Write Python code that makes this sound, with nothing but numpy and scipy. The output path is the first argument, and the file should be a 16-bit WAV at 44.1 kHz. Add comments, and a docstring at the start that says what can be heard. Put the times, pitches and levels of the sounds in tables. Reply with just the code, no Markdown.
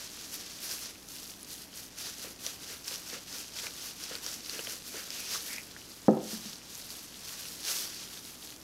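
"""Close up in a quiet, faintly humming kitchen, a hand in a thin plastic glove rubs paste into a steak.
The film crinkles with every stroke. Soon trapped air pops under the fingers, the paste squishes and
squelches, and after five seconds air hisses in as the hand peels away. At six seconds the wooden
board knocks dully, rattles and settles with soft bumps; a few more strokes of the glove follow."""
import sys
import numpy as np
from scipy import signal
from scipy.fft import rfft, irfft
from scipy.io import wavfile

SR = 44100
rng = np.random.default_rng(int(sys.argv[2]) if len(sys.argv) > 2 else 0)


def output_pcm(signal):
    """Save a mono or channel-first signal as 16-bit PCM at the path in sys.argv[1].

    Samples are clipped to [-1, 1] before scaling.
    """
    pcm = np.clip(np.atleast_2d(signal).T, -1, 1) * 32767
    wavfile.write(sys.argv[1], SR, np.round(pcm).astype(np.int16))


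N = 380583
T = np.arange(N) / SR


def glove(rub_db, taut_db, average_stroke_db=-47):
    """Film sticks and lets go in countless tiny snaps, denser in a fast stroke; creases crackle on top."""
    # tone of the rubbing film: frequency_hz, gain_db
    film_tone = [(200, -28), (380, -6.5), (550, -9), (850, -11.5), (1450, -6.5), (2200, -8), (3000, -4.5),
                 (3800, -3.5), (4600, -0.5), (6000, 0), (7200, -4.5), (8800, -7.5), (10200, -6.5),
                 (13000, -7.5), (15700, -17)]
    effort_db = rub_db - average_stroke_db
    speed = amp(0.6 * effort_db)
    sliding = unit(snaps(8000 * speed, spread_db=2.5) / np.sqrt(speed))
    # single creases stand out when the film is taut and moves slowly
    crease_gain = amp(-8.5 + 0.45 * taut_db) / np.sqrt(speed)
    creases = grains(2530, 13800, rate=700, cycles=5.1, spread_db=4.5)
    film = colour((sliding + crease_gain * creases) / np.hypot(1, crease_gain), film_tone)
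    film /= np.std(butter(film, [3200, 8000], "band"))
    # a firm stroke brings out the rasp
    rasp = butter(film, [4600, 6400], "band", order=1)
    rasp_lift = amp(0.16 * effort_db) - 1
    # taut film snaps more sharply, and its tension keeps changing under the fingers
    sparkle = butter(butter(film, 8300, "high")[::-1], 8300, "high")[::-1]  # both ways: stays in phase
    sparkle_lift = amp(taut_db + 1.5 * wander(25)) - 1
    film = film + rasp_lift * rasp + sparkle_lift * sparkle
    # the glove catches and slips unevenly within a stroke
    grip_db = 1.21 * wander(60) + 0.7 * wander(22)
    return film * amp(rub_db - 0.15 - 0.094 * effort_db + grip_db)


def hand_motion(rest_db=-61):
    """Rubbing level and film tautness in dB, stroke by stroke; a light rustle stays in between."""
    # strokes of the hand, tautness as a lift of the top treble: middle_s, length_s, level_db, taut_db
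    strokes = [(0.0, 0.15, -45.5, -3), (0.2, .13, -47.5, -2.5), (0.343, 0.044, -41.5, 5),
               (0.466, 0.21, -47, -1.5), (0.687, .125, -40, 1), (0.853, 0.078, -41.5, -3.5),
               (1.212, .22, -48.5, 4.5), (1.562, 0.13, -48.5, 3), (1.802, .11, -47.5, 3),
               (2.053, 0.11, -41, -2.5), (2.236, .12, -46.5, 0), (2.477, 0.085, -41.5, 0.5),
               (2.69, .13, -44.5, -0.5), (2.926, 0.099, -40.5, 1), (3.123, .11, -43, -1.5),
               (3.363, 0.13, -42.5, 0), (3.608, .14, -41, -2.5), (3.849, .12, -41.5, -1),
               (4.09, .16, -43.5, -1.5), (4.303, 0.11, -40.5, 0.5), (4.551, .17, -43, -0.5),
               (4.718, 0.095, -43.5, 2), (4.957, .19, -45, 0), (5.194, 0.14, -40, -1.5),
               (5.329, 0.078, -34.5, 0), (5.512, .11, -42, 2), (5.82, .34, -52.5, 0.5),
               (6.067, 0.019, -47.5, -4), (6.313, 0.14, -42.5, 0), (6.491, 0.12, -46, -4),
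               (6.873, 0.37, -48.5, 1), (7.393, 0.35, -45.5, 0.5), (7.738, 0.14, -35.5, 1.5),
               (7.957, 0.22, -45.5, 0), (8.218, 0.22, -50, 2.5), (8.473, 0.12, -51, 5)]
    rub_db = movements([(s, length, db) for s, length, db, taut in strokes], rest_db)
    treble_db = movements([(s, length, db + taut) for s, length, db, taut in strokes], rest_db)
    return rub_db, treble_db - rub_db


def paste():
    """Small bubbles crackle in the pressed paste, with lower slurps from the hollow of the palm."""
    # presses into the paste: middle_s, length_s, level_db
    presses = [(2.265, .04, -51.5), (2.49, .08, -60.5), (2.72, 0.063, -52.5), (2.93, .07, -62),
               (3.15, 0.052, -49.5), (3.345, .04, -57), (3.655, 0.044, -49), (4.135, 0.059, -49.5),
               (4.57, .07, -48.5), (4.7, 0.067, -53), (4.98, 0.064, -49), (5.35, 0.027, -66),
               (5.56, 0.23, -60)]
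    pressure = amp(movements(presses, rest_db=-77))
    fizz = grains(1300, 3100, rate=1500, cycles=9, spread_db=3, count=16)
    slurp = grains(390, 540, rate=330, cycles=4.7, spread_db=1.5, count=5)
    return pressure * (amp(0.5) * butter(fizz, 990, "high", order=4) + amp(-4) * slurp)


def air_pockets():
    """Trapped air bursts under the hand in sharp little pops and deeper squelches."""
    # air pockets and creases popping: start_s, peak_db, pitch_hz
    pops = [(1.4302, -30, 10440), (1.9863, -29, 6200), (2.003, -30, 5460), (2.4645, -19.5, 5700),
            (2.88, -21, 5440), (2.9581, -23, 5500), (3.5872, -25.5, 3200), (3.6685, -26, 2360),
            (4.0379, -25.5, 5400), (4.1532, -21, 4440), (4.2639, -19, 5570), (4.4962, -23, 4350),
            (4.5926, -25.5, 2700), (4.6715, -24, 3120), (5.1045, -21, 5070), (5.5827, -29, 2350),
            (5.7645, -33.5, 1700)]
    # paste squeezed out under the palm: start_s, peak_db, pitch_hz
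    squelches = [(2.245, -36, 527), (2.464, -39, 560), (2.913, -38.5, 520), (3.129, -38.5, 496),
                 (4.112, -36.5, 490), (4.265, -39, 550), (4.591, -32.5, 462), (4.675, -38, 563),
                 (4.943, -36, 413)]
    sharp = bursts(pops, ring_s=0.00055, glide=0.028, tear_db=-5.5, tear_s=0.0014, fold_db=-15)
    deep = bursts(squelches, ring_s=0.0021, glide=-0.016, tear_db=-5, tear_s=0.01, fold_db=-18)
    return sharp + deep


def bursts(rows, ring_s, glide, tear_db, tear_s, fold_db):
    """A pocket tears open with a tick; it and the larger fold around it ring with a sliding pitch."""
    out, t = np.zeros(N), T[:SR // 20]
    for start_s, peak_db, pitch_hz in rows:
        sliding_hz = pitch_hz * (1 + glide * np.tanh(t / ring_s / 2))
        phase = 2 * np.pi * np.cumsum(sliding_hz) / SR
        tone = np.sin(phase) + amp(fold_db) * np.sin(0.64 * phase)
        ring = tone * t / ring_s * np.exp(1 - t / ring_s)
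        band_hz = [pitch_hz / 3, min(1.1 * pitch_hz, SR / 3)]
        tear = unit(butter(rng.standard_normal(len(t)), band_hz, "band", order=1))
        burst = ring + amp(tear_db) * tear * np.exp(-t / tear_s)
        add(out, start_s, amp(peak_db) * burst / np.max(np.abs(burst)))
    return out


def suction():
    """Air hisses through a gap whose resonance glides as the hand peels away."""
    # narrowing or widening gaps in the paste: start_s, end_s, first_hz, last_hz, level_db
    gaps = [(5.112, 5.36, 2680, 2560, -51), (5.342, 5.362, 1542, 1256, -40), (5.47, 5.619, 1970, 2370, -47)]
    out = np.zeros(N)
    for start_s, end_s, first_hz, last_hz, level_db in gaps:
        pitch_hz = np.interp(T, [start_s, end_s], [first_hz, last_hz])
        flutter = butter(rng.standard_normal(N) + 1j * rng.standard_normal(N), 300, "low")
        hiss = unit(np.real(flutter * np.exp(2j * np.pi * np.cumsum(pitch_hz) / SR)))
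        progress = np.interp(T, [start_s, end_s], [0, 1])
        opening = np.sqrt(np.abs(np.sin(np.pi * progress)))
        out += amp(level_db) * opening * hiss
    return out


def board():
    """Each contact rings the same wooden modes; soft bumps favour the lowest, damped by the hand."""
    # the board knocks, rattles and settles: start_s, level_db, centre_hz, ring_time_ratio
    knocks = [(6.0827, -5.5, 390, 1.03), (6.1035, -22.5, 197, 1.4), (6.1332, -24, 406, 0.74),
              (6.146, -29, 493, 1.45), (6.17, -23.5, 476, 0.42), (6.196, -40, 351, 1.1),
              (6.33, -22.5, 150, 0.4), (6.352, -26, 147, 0.27), (6.458, -25, 151, 0.23)]
    # modes of board and counter: pitch_hz, level_db, t60_s
    modes = [(144, -22, 0.26), (214.6, -4, 0.3), (261, -0.5, 0.061), (307, -6, 0.096), (378, -17, 0.24),
             (405.6, -7.5, 0.081), (511, -10, 0.15), (547, -4.5, 0.055), (592, -12.5, 0.087),
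             (665, -7, 0.077), (763, -3, 0.044), (870, -22, 0.155), (1000, -37, 0.025), (1255, -8.5, 0.038),
             (1730, -12, 0.031)]
    out, t = np.zeros(N), T[:SR // 2]
    pitch_hz, mode_db, t60_s = np.transpose(modes)[:, :, None]
    for start_s, level_db, centre_hz, ring_time_ratio in knocks:
        drive = 1 / (1 + np.log2(pitch_hz / centre_hz) ** 2)
        rings = np.sin(2 * np.pi * pitch_hz * t) * np.exp(-np.log(1000) * t / (t60_s * ring_time_ratio))
        # the duller the contact, the longer its push takes to build
        push = 1 - np.exp(-2 * centre_hz * t)
        add(out, start_s, push * np.sum(amp(level_db + mode_db) * drive * rings, axis=0))
    # the board is too small to radiate deep bass
    thud = butter(butter(out, 150, "high", order=3), 2600, "low")
    return room(thud, t60_s=0.46, wet_db=-8.5, delay_s=0.011)


def room(x, t60_s, wet_db, delay_s=0.0033):
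    """Direct sound and a diffuse tail from the kitchen walls."""
    t = T[:SR // 2]
    tail = rng.standard_normal(len(t)) * np.exp(-np.log(1000) * t / t60_s) * (t > delay_s)
    return x + amp(wet_db) * signal.fftconvolve(x, tail / np.linalg.norm(tail))[:N]


def kitchen():
    """A steady bed of low room tone and mains hum."""
    # room tone of the quiet kitchen: frequency_hz, gain_db
    room_tone = [(20, -7.5), (45, -11.5), (100, -1), (145, 0), (180, -6), (215, 2), (290, 1.5), (400, -4.5),
                 (700, -8.5), (2000, -14), (6000, -18.5), (15000, -48)]
    # partials of the mains hum: pitch_hz, rms_db
    partials = [(59.6, -68.5), (181, -67), (301, -71)]
    air = unit(colour(rng.standard_normal(N), room_tone, size=8192))
    hum = sum(amp(db) * np.sqrt(2) * np.sin(2 * np.pi * (hz * T + rng.random())) for hz, db in partials)
    return amp(-55.5) * air + hum


def movements(rows, rest_db, rise_steepness=5.15, fall_steepness=3.72):
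    """Level in dB of overlapping hand movements: each gathers, holds and lets go a little more slowly."""
    coarse_t = T[::32]
    power = amp(rest_db) ** 2
    for middle_s, length_s, level_db in rows:
        distance = np.abs(coarse_t - middle_s) / (length_s / 2)
        steepness = np.where(coarse_t < middle_s, rise_steepness, fall_steepness)
        power = power + amp(level_db) ** 2 / (1 + distance ** steepness)
    return np.interp(T, coarse_t, 10 * np.log10(power))


def grains(low_hz, high_hz, rate, cycles, spread_db, count=12):
    """Tiny cavities of many sizes, each ringing for a few cycles when it snaps."""
    out = 0
    for hz in np.geomspace(low_hz, high_hz, count):
        pole = np.exp((2j * np.pi - np.pi / cycles) * hz / SR)
        out = out + unit(signal.lfilter([1], [1, -pole], snaps(rate / count, spread_db)).imag)
    return unit(butter(out, low_hz / 2, "high"))


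def snaps(rate, spread_db):
    """Random clicks, rate a second: many small ones and a few large."""
    hit = rng.random(N) < rate / SR
    size = amp(spread_db * np.minimum(rng.exponential(size=N), 4))
    return hit * size * rng.choice([-1, 1], N)


def wander(rate):
    """Random drift of rms 1, turning rate times a second."""
    return unit(np.interp(T * rate, np.arange(N // 20), rng.standard_normal(N // 20)))


def colour(x, points, size=1024):
    """Minimum-phase EQ through (frequency_hz, gain_db) points."""
    hz, db = np.transpose(points)
    bins = np.maximum(np.fft.rfftfreq(size, 1 / SR), 1)
    cepstrum = irfft(np.log(amp(np.interp(np.log(bins), np.log(hz), db))))
    cepstrum[1:size // 2] *= 2
    cepstrum[size // 2 + 1:] = 0
    return signal.fftconvolve(x, irfft(np.exp(rfft(cepstrum))))[:len(x)]


def butter(x, hz, kind, order=2):
    """Plain low-, high- or band-pass."""
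    return signal.sosfilt(signal.butter(order, hz, kind, fs=SR, output="sos"), x)


def amp(db):
    """Decibels to gain."""
    return 10 ** (np.asarray(db) / 20)


def unit(x):
    """Scale to rms 1."""
    return x / np.sqrt(np.mean(x ** 2))


def add(out, start_s, sound):
    """Drop a short sound into the mix."""
    start = int(start_s * SR)
    out[start:start + len(sound)] += sound[:N - start]


def scene():
    """Mono mix: the hand up close, the board, and the kitchen underneath."""
    rub_db, taut_db = hand_motion()
    hand = glove(rub_db, taut_db) + paste() + air_pockets() + suction()
    return (room(hand, t60_s=0.16, wet_db=-15.5) + board() + kitchen())[None]


def record(dry, cutoff_hz=15700):
    """A steep low-pass trims the very top."""
    return signal.sosfilt(signal.ellip(10, 0.2, 80, cutoff_hz, fs=SR, output="sos"), dry)


dry = scene()
out = record(dry)
output_pcm(out)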